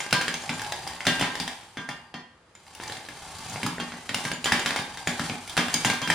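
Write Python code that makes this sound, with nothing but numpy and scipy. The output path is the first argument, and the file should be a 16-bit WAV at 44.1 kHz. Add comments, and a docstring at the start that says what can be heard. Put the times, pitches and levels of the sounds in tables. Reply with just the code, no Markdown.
"""Scraping and sharp cracks: a steel food mill, hand-cranked over a glass bowl on a kitchen table.
The blade rasps over the perforated disc, which drones, and catches with cracks. The mill rocks and
knocks the bowl; glass and steel ring, the table thumps, a loose part pings. The work nearly stops
a little after 2 s, then resumes. The kitchen adds a short tail and a steady hush."""
import sys
import numpy as np
from scipy import signal
from scipy.fft import rfft, irfft
from scipy.io import wavfile
from scipy.ndimage import uniform_filter1d

SR = 44100
rng = np.random.default_rng(int(sys.argv[2]) if len(sys.argv) > 2 else 0)


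def dump(signal):
    """Clip the signal to [-1, 1] and save it as 16-bit WAV at the path in sys.argv[1]."""
    limited = np.clip(np.atleast_2d(signal).T, -1, 1)
    pcm = np.round(limited * 32767).astype(np.int16)
    wavfile.write(sys.argv[1], SR, pcm)


N = 270774

# Scraping effort. Each row: time in seconds, blade rasp in dB, disc drone in dB.
SCRAPE_LEVELS = [(0.0, -33, -39), (0.17, -49.5, -79), (0.45, -39, -42.5), (0.72, -41.5, -41.5),
                 (0.99, -43, -43.5), (1.17, -37, -39.5), (1.47, -45.5, -46), (1.599, -49, -57),
                 (2.05, -62.5, -55), (2.33, -97, -75), (2.6, -57.5, -68), (2.85, -43.5, -41.5),
                 (3.05, -46.5, -52), (3.57, -37.5, -41), (3.8, -45.5, -48.5), (4.05, -45.5, -56),
                 (4.27, -34.5, -50), (4.37, -54, -54), (4.51, -38.5, -45), (4.79, -39, -52),
                 (4.9, -45.5, -43), (5.27, -35, -41.5), (5.39, -44, -50), (5.878, -33.5, -45),
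                 (6.02, -45.5, -60), (6.14, -30, -29)]
# Disc damped by pulp. Each row: frequency in Hz, bandwidth in Hz, level in dB.
DISC_MODES = [(800, 53, -5.5), (844.3, 33, 4), (880, 7, -9), (946, 51, -0.5), (1017, 83, -3.5),
              (1860, 120, -9.5), (4800, 120, -6)]
# Kitchen table. Each row: frequency in Hz, level in dB, T60 in seconds.
TABLE_MODES = [(116, -3, 0.097), (154.3, 1.5, 0.096), (181, -1, 0.13), (240, -0.6, 0.18),
               (288.6, -2.5, 0.099), (423, -12, 0.12)]
# Contact noise. Each row: frequency in Hz, spectral level in dB.
CRACK_SPECTRUM = [(120, -30), (200, -8.5), (500, -10), (2210, -2.5), (2610, -5), (3190, -4.5), (4040, -9.5),
                  (4950, -8), (5840, -12), (9750, -17.5), (16000, -26.5)]


def gain(db):
    return 10 ** (np.asarray(db) / 20)


def decay(t, t60_s):
    return gain(-60 * t / t60_s)


def attack(t, rise_s):
    return np.minimum(t / rise_s, 1)


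def unit_rms(x):
    return x / np.sqrt(np.mean(x ** 2) + 1e-20)


def unit_peak(x):
    return x / (abs(x).max() + 1e-20)


def curve_at(points, hz):
    knots_hz, values = np.transpose(points)
    return np.interp(np.log(hz + 1), np.log(knots_hz + 1), values)


def add(mix, start_s, sound):
    part = mix[max(round(start_s * SR), 0):][:len(sound)]
    part += sound[:len(part)]


def colour(x, points, shelf_hz=0, shelf_db=0):
    """Filter by (Hz, dB) points and a high shelf."""
    hz = np.fft.rfftfreq(x.shape[-1], 1 / SR)
    shelf = hz ** 2 / (hz ** 2 + shelf_hz ** 2 + 1)
    return irfft(rfft(x) * gain(curve_at(points, hz) + shelf_db * shelf), x.shape[-1])


def resonate(x, hz, width_hz):
    """Two-pole resonance, centre gain near 1."""
    r, w = np.exp(-np.pi * width_hz / SR), 2 * np.pi * hz / SR
    return signal.lfilter([2 * (1 - r) * np.sin(w)], [1, -2 * r * np.cos(w), r * r], x)


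def struck(modes, t, rise_s, spread_db):
    """Decaying sines; the struck spot varies each mode's level."""
    hz, db, t60_s = np.transpose(modes)[:, :, None]
    spot = rng.standard_normal((len(modes), 1))
    envelopes = gain(db + spread_db * spot) * decay(t, np.clip(t60_s, 0.03, 1))
    sines = np.sin(2 * np.pi * hz * t + 20 * spot[::-1])
    return unit_peak((envelopes * sines).sum(0) * attack(t, rise_s))


def impulses(per_s, scale_db):
    """Random impulses, mostly small."""
    sizes = gain(scale_db * np.minimum(rng.exponential(1, N), 4))
    return sizes * (rng.random(N) < per_s / SR)


def diffuse_noise(samples):
    """Stereo noise, alike in the bass, independent in the treble."""
    # Each row: frequency in Hz, left-right correlation.
    coherence = [(60, 0.99), (180, 1), (550, 0.86), (1650, 0.53), (4970, 0.05), (15000, 0.04)]
    mid, side = rfft(rng.standard_normal((2, samples)))
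    angle = np.arccos(np.clip(curve_at(coherence, np.fft.rfftfreq(samples, 1 / SR)), -1, 1)) / 2
    mid, side = np.cos(angle) * mid, np.sin(angle) * side
    return irfft([mid + side, mid - side], samples)


def scrape():
    """The blade rubs over wet holes in uneven clumps; the disc drones, the table rumbles."""
    # Blade edge. Each row: frequency in Hz, spectral level in dB.
    rasp_spectrum = [(180, -33), (300, -2), (574, -7.5), (870, 1.5), (1340, -1.5), (8790, -6.5),
                     (13800, -16.5), (16000, -75)]
    times_s, *levels_db = np.transpose(SCRAPE_LEVELS)
    rasp_db, drone_db = (np.interp(np.arange(N) / SR, times_s, db) for db in levels_db)
    rumble_db = rasp_db + 0.63 * (drone_db - rasp_db) - 7.5
    wander = uniform_filter1d(uniform_filter1d(rng.standard_normal(N), 300), 300)
    clumps = gain(2.14 * unit_rms(wander))
    ticks = impulses(per_s=4000, scale_db=2.1) * rng.choice([-1, 1], N)
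    friction = unit_rms(0.5 * unit_rms(ticks) + rng.standard_normal(N)) * clumps
    drone = sum(gain(db) * resonate(resonate(friction, hz, 2 * width_hz), hz, width_hz)
                for hz, width_hz, db in DISC_MODES)
    tilt_db_per_octave, lowest_hz = -14.5, TABLE_MODES[0][0]  # slow rubbing favours low modes
    rumble = sum(gain(db + tilt_db_per_octave * np.log2(hz / lowest_hz))
                 * resonate(friction, hz, 3.7 / t60_s) for hz, db, t60_s in TABLE_MODES)
    rasp = unit_rms(colour(friction, rasp_spectrum)) + gain(-4.5) * crackle()
    return gain(drone_db) * unit_rms(drone) + gain(rasp_db) * rasp + gain(rumble_db) * unit_rms(rumble)


def crackle():
    """Small catches on skins and seeds, milliseconds each."""
    catches = impulses(per_s=60, scale_db=3.15)
    envelope = signal.oaconvolve(catches, decay(np.arange(2048) / SR, t60_s=0.011))[:N]
    bursts = envelope * rng.standard_normal(N)
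    return unit_rms(unit_rms(colour(bursts, CRACK_SPECTRUM)) + 0.85 * unit_rms(disc_clank(bursts)))


def disc_clank(force):
    """The damped disc answers a catch with a hollow clank."""
    return sum(gain(db) * resonate(force, hz, width_hz) for hz, width_hz, db in DISC_MODES)


def crack(noise, hz, treble_db, chatter_db, clank_db):
    """Sharp contact: the touched spot rings briefly, loose parts chatter, the disc clanks."""
    t = np.arange(len(noise)) / SR
    burst = unit_rms(colour(noise, CRACK_SPECTRUM, shelf_hz=3250, shelf_db=treble_db + 18.5))
    burst *= attack(t, rise_s=0.00034)
    contact = unit_peak(burst * decay(t, t60_s=0.0088))
    snap = decay(t, t60_s=0.014) * np.sin(2 * np.pi * hz * t)
    chatter = gain(chatter_db) * unit_peak(burst * decay(t, t60_s=0.26))
    clank = gain(clank_db) * unit_peak(disc_clank(contact))
    return unit_peak(contact + gain(-3) * snap) + chatter + clank


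def bowl_and_mill(t, noise, bowl_db):
    """Glass bowl and steel mill ring from the blow and its rebounds."""
    # Each row: frequency in Hz, level in dB, T60 in seconds.
    bowl_modes = [(998, -9.5, 0.24), (1118, -14, 0.2), (1200, -11.5, 0.22), (1400, -11, .2),
                  (1595, -3.5, 0.5), (1838, -8, 0.4), (1970, -10, 0.3), (2795, -8.5, 0.28), (3198, -8, 0.2),
                  (3455, -7, 0.2), (4330, -10, 0.2), (4400, -14, 0.22), (4920, -14.5, 0.16),
                  (5200, -16, 0.15), (6160, -15.5, 0.18), (6560, -14, .12)]
    mill_modes = [(1496, -10, 0.074), (1670, 8, 0.067), (1767, -24, 0.33), (1767, -14, 0.043),
                  (2100, -4, 0.084), (2183, 8, 0.048), (2300, -0.5, 0.18), (2352, 4.5, 0.08),
                  (2610, -38, 0.04), (3400, 0.5, 0.091), (3654, 8.5, 0.05), (3680, -10, 0.38),
                  (5020, 7, 0.026), (4800, -28, .1), (5660, -37, 0.12), (8680, -1.5, 0.044)]
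    blow_t = np.arange(len(noise)) / SR
    blows = (blow_t == 0) + gain(-21.5) * decay(blow_t, t60_s=0.12) * noise
    out = np.zeros(len(t))
    for modes, rise_s, db in (bowl_modes, 0.00072, bowl_db), (mill_modes, 0.003, -14.5):
        ring = struck(modes, t, rise_s, spread_db=2.5)
        out += gain(db) * unit_peak(signal.fftconvolve(ring, blows)[:len(t)])
    return out


def knocks():
    """The blade catches or the mill rocks: a crack, ringing, a thump of the table."""
    # Each row: start in seconds, crack level in dB, crack pitch in Hz,
    # then relative thump, treble and bowl levels in dB.
    blows = [(0.004, -14.5, 2240, -29, -20, -13), (0.109, -17.5, 3120, -18, -6, -15),
             (0.127, -2, 1493, -14.5, -17, -11), (0.212, -8.5, 1670, -34, -17, -15),
             (0.281, -6, 1810, -25, -19, -27), (0.341, -11, 6370, -25, -17, -32),
             (0.419, -33, 3080, -16, -13, -11), (0.493, -11, 2400, -11.5, -30, -16),
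             (0.595, -19, 1820, -34, -22, -21), (0.618, -16.5, 1620, -35, -2, -35),
             (0.647, -19.5, 2870, -43, -24, -26), (0.722, -11, 1940, -36, -19, -40),
             (0.875, -16.5, 4910, -34, -10, -17), (1.006, -15, 2050, -41, -25, -32),
             (1.053, -17, 1490, -14, -14, -9), (1.068, -2.5, 3540, -16, -20, -8),
             (1.195, -13, 3440, -12, -17, -6.5), (1.211, -8, 2020, -10.5, -21, -17),
             (1.225, -8, 1880, -26, -34, -11.5), (1.354, -13.5, 1860, -38, -18, -25),
             (1.4, -10, 4730, -16.5, -12, -25), (1.478, -12.5, 1830, -51, -14.5, -28),
             (1.771, -19, 1730, -13, -38, -7), (1.889, -16.5, 1780, -13, -24.5, -13),
             (2.141, -22.5, 3180, -8, -32.5, -6.5), (2.552, -32, 2150, -30, -21, -27),
             (2.75, -25.5, 2850, -31, 19, -30), (2.8, -21, 1790, -49, -51, -29),
             (2.812, -29, 1800, -38, -18, -14), (2.836, -20, 1840, -49, 3, -28),
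             (2.878, -21.5, 6310, -42, -15, -17), (2.898, -19, 1830, -44, -22, -32),
             (2.922, -19.5, 4130, -46, -15, -19), (2.969, -22, 1850, -21, -21, -31),
             (3.087, -20.5, 1700, -21, -15, -25), (3.385, -27, 4630, -15, 9, -16),
             (3.497, -22.5, 6750, -12.5, 11, -24), (3.559, -19, 2100, -13, -55, -29),
             (3.631, -10, 2290, -10.5, -13, -31), (3.664, -11, 1280, -9.5, -10, -30),
             (3.782, -21, 1950, -10, -64, -14.5), (3.8, -16.5, 3200, -13, -28, -7),
             (3.92, -21.5, 2280, -12.5, -39, -10), (4.092, -12.5, 1890, -16, -26.5, -24),
             (4.145, -7.5, 2800, -23.5, -11, -30), (4.251, -11.5, 1840, -12.5, -18, -15),
             (4.316, -11, 1650, -16, -20, -21.5), (4.443, -11.5, 2930, -23, -5, -12),
             (4.458, -9, 3340, -20, -21, -7.5), (4.521, -1, 1800, -17.5, -20, -17),
             (4.594, -12, 1660, -29, -26, -19), (4.66, -5.5, 1860, -22.5, -17.5, -16),
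             (4.707, -11.5, 1750, -23, -27, -17), (4.761, -7, 1620, -32, -20, -26),
             (4.789, -15.5, 2410, -10, -27, -19), (4.973, -19, 1930, -37, -16, -16),
             (5.073, -6.5, 1710, -16.5, -20, -22.5), (5.195, -12, 1820, -11.5, -24, -15),
             (5.297, -13.5, 2400, -10.5, -33, -29), (5.477, -24, 2300, -33, 2, -22),
             (5.496, -21.5, 3600, -39, 2, -12), (5.568, -7, 1510, -30, -16, -35),
             (5.576, -4.5, 2400, -14, -25, -10.5), (5.683, -15, 1640, -22, -23, -15),
             (5.741, -3, 6580, -23.5, -3, -34), (5.848, -2.5, 2150, -16, -14.5, -16),
             (5.9, -7.5, 2380, -19, -21, -14), (5.936, -15, 1550, -30, -1, -24),
             (6.017, -13.5, 1660, -14, -21, -8.5), (6.075, -11, 1600, -12.5, -18, -15),
             (6.101, -1.5, 1820, -25, -19, -23)]
    out, t = np.zeros(N), np.arange(SR // 2) / SR
    times_s, rasp_db, drone_db = np.transpose(SCRAPE_LEVELS)
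    for start_s, db, hz, thump_db, treble_db, bowl_db in blows:
        noise = rng.standard_normal(4096)
        # Hard blows and rocking against the bowl shake the loose parts more.
        chatter_db = -3.5 + 0.08 * db + 0.35 * bowl_db
        # The disc clanks more freely while it drones.
        clank_db = -6 + 0.34 * db + 0.6 * np.interp(start_s, times_s, drone_db - rasp_db)
        add(out, start_s, gain(db) * crack(noise, hz, treble_db, chatter_db, clank_db))
        ring = bowl_and_mill(t, noise[::-1], bowl_db)
        thump = gain(thump_db) * struck(TABLE_MODES, t, rise_s=0.011, spread_db=1)
        add(out, start_s, gain(db) * (ring + thump))
    return out


def pings():
    """A loose steel part sounds short, high notes."""
    # Each row: start in seconds, level in dB, pitch in Hz.
    notes = [(0.0044, -20.5, 6970), (0.4189, -31, 6720), (0.5382, -25, 7020), (2.551, -36, 7030),
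             (4.3344, -22, 7020), (4.444, -15, 7040), (4.5966, -26, 6840), (5.0724, -18, 6830),
             (5.855, -16, 6800)]
    out, t = np.zeros(N), np.arange(4096) / SR
    envelope = attack(t, rise_s=0.0013) * decay(t, t60_s=0.03)
    for start_s, db, hz in notes:
        add(out, start_s, gain(db) * envelope * np.sin(2 * np.pi * hz * t))
    return out


def near_scatter(x):
    """Dishes and table top scatter treble within milliseconds, differently per side."""
    t = np.arange(1024) / SR
    taps = diffuse_noise(len(t)) * decay(t, t60_s=0.016) * attack(t, rise_s=0.0023)
    taps /= np.linalg.norm(taps, axis=1)[:, None]
    scattered = signal.oaconvolve(x[None], taps, axes=1)[:, :N]
    return colour(scattered, [(800, -26.5), (3000, -5), (10000, -4)])


def kitchen_reverb(x):
    """Three decaying noise tails, fed in turn so that knocks echo differently."""
    # Each row: frequency in Hz, T60 in seconds.
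    decay_times = [(100, 0.095), (300, 0.4), (1000, 0.54), (3000, 0.53), (6000, 0.3), (12000, 0.42)]
    # Each row: frequency in Hz, echo level over direct sound in dB.
    echo_spectrum = [(100, 0.5), (500, -3.5), (2000, -7.5), (6000, -3), (12000, -6)]
    out, turn_hz = np.zeros((2, N)), 1.7
    turn_rad = 2 * np.pi * turn_hz * np.arange(N) / SR
    for k in range(3):
        hz, t, bands = signal.stft(diffuse_noise(SR * 3 // 4), SR, nperseg=256)
        bands *= decay(t, curve_at(decay_times, hz)[:, None])
        tail = signal.istft(bands, SR, nperseg=256)[1]
        tail *= np.clip(np.arange(tail.shape[1]) / SR / 0.007 - 0.4, 0, 1)  # first echoes: table top
        tail /= np.linalg.norm(tail[0])
        share = np.sqrt(2 / 3) * np.cos(turn_rad + k * np.pi / 3)
        out += signal.fftconvolve((x * share)[None], tail, axes=1)[:, :N]
    return colour(out, echo_spectrum)


def room_hush():
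    """Steady diffuse noise of the quiet kitchen."""
    # Each row: frequency in Hz, spectral level in dB.
    hush_spectrum = [(15, -48), (25, -28), (49, -5.5), (180, -6), (242, -11), (476, -8.5), (516, -4.5),
                     (560, -11), (1100, -9), (10700, -28.5), (16000, -60)]
    return gain(-58) * unit_rms(colour(diffuse_noise(N), hush_spectrum))


def scene():
    """The mill, slightly left, with its reflections and the hush."""
    mill = knocks() + pings() + scrape()
    direct = mill * gain([[-2.7], [-3.2]])
    return direct + near_scatter(mill) + kitchen_reverb(mill) + room_hush()


def record(dry):
    """The microphone weakens deep bass and treble above 11 kHz and rounds peaks; a low-pass follows."""
    ceiling, cutoff_hz = 0.69, 16100
    shaped = colour(dry, [(30, -4.5), (70, 0.5), (100, 0.5), (10800, -3), (11400, -10), (15000, -7.5)])
    rounded = ceiling * np.tanh(shaped / ceiling)
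    lowpass = signal.firwin(1023, cutoff_hz, window=("kaiser", 11), fs=SR)
    return signal.oaconvolve(rounded, lowpass[None], "same")


dry = scene()
out = record(dry)
dump(out)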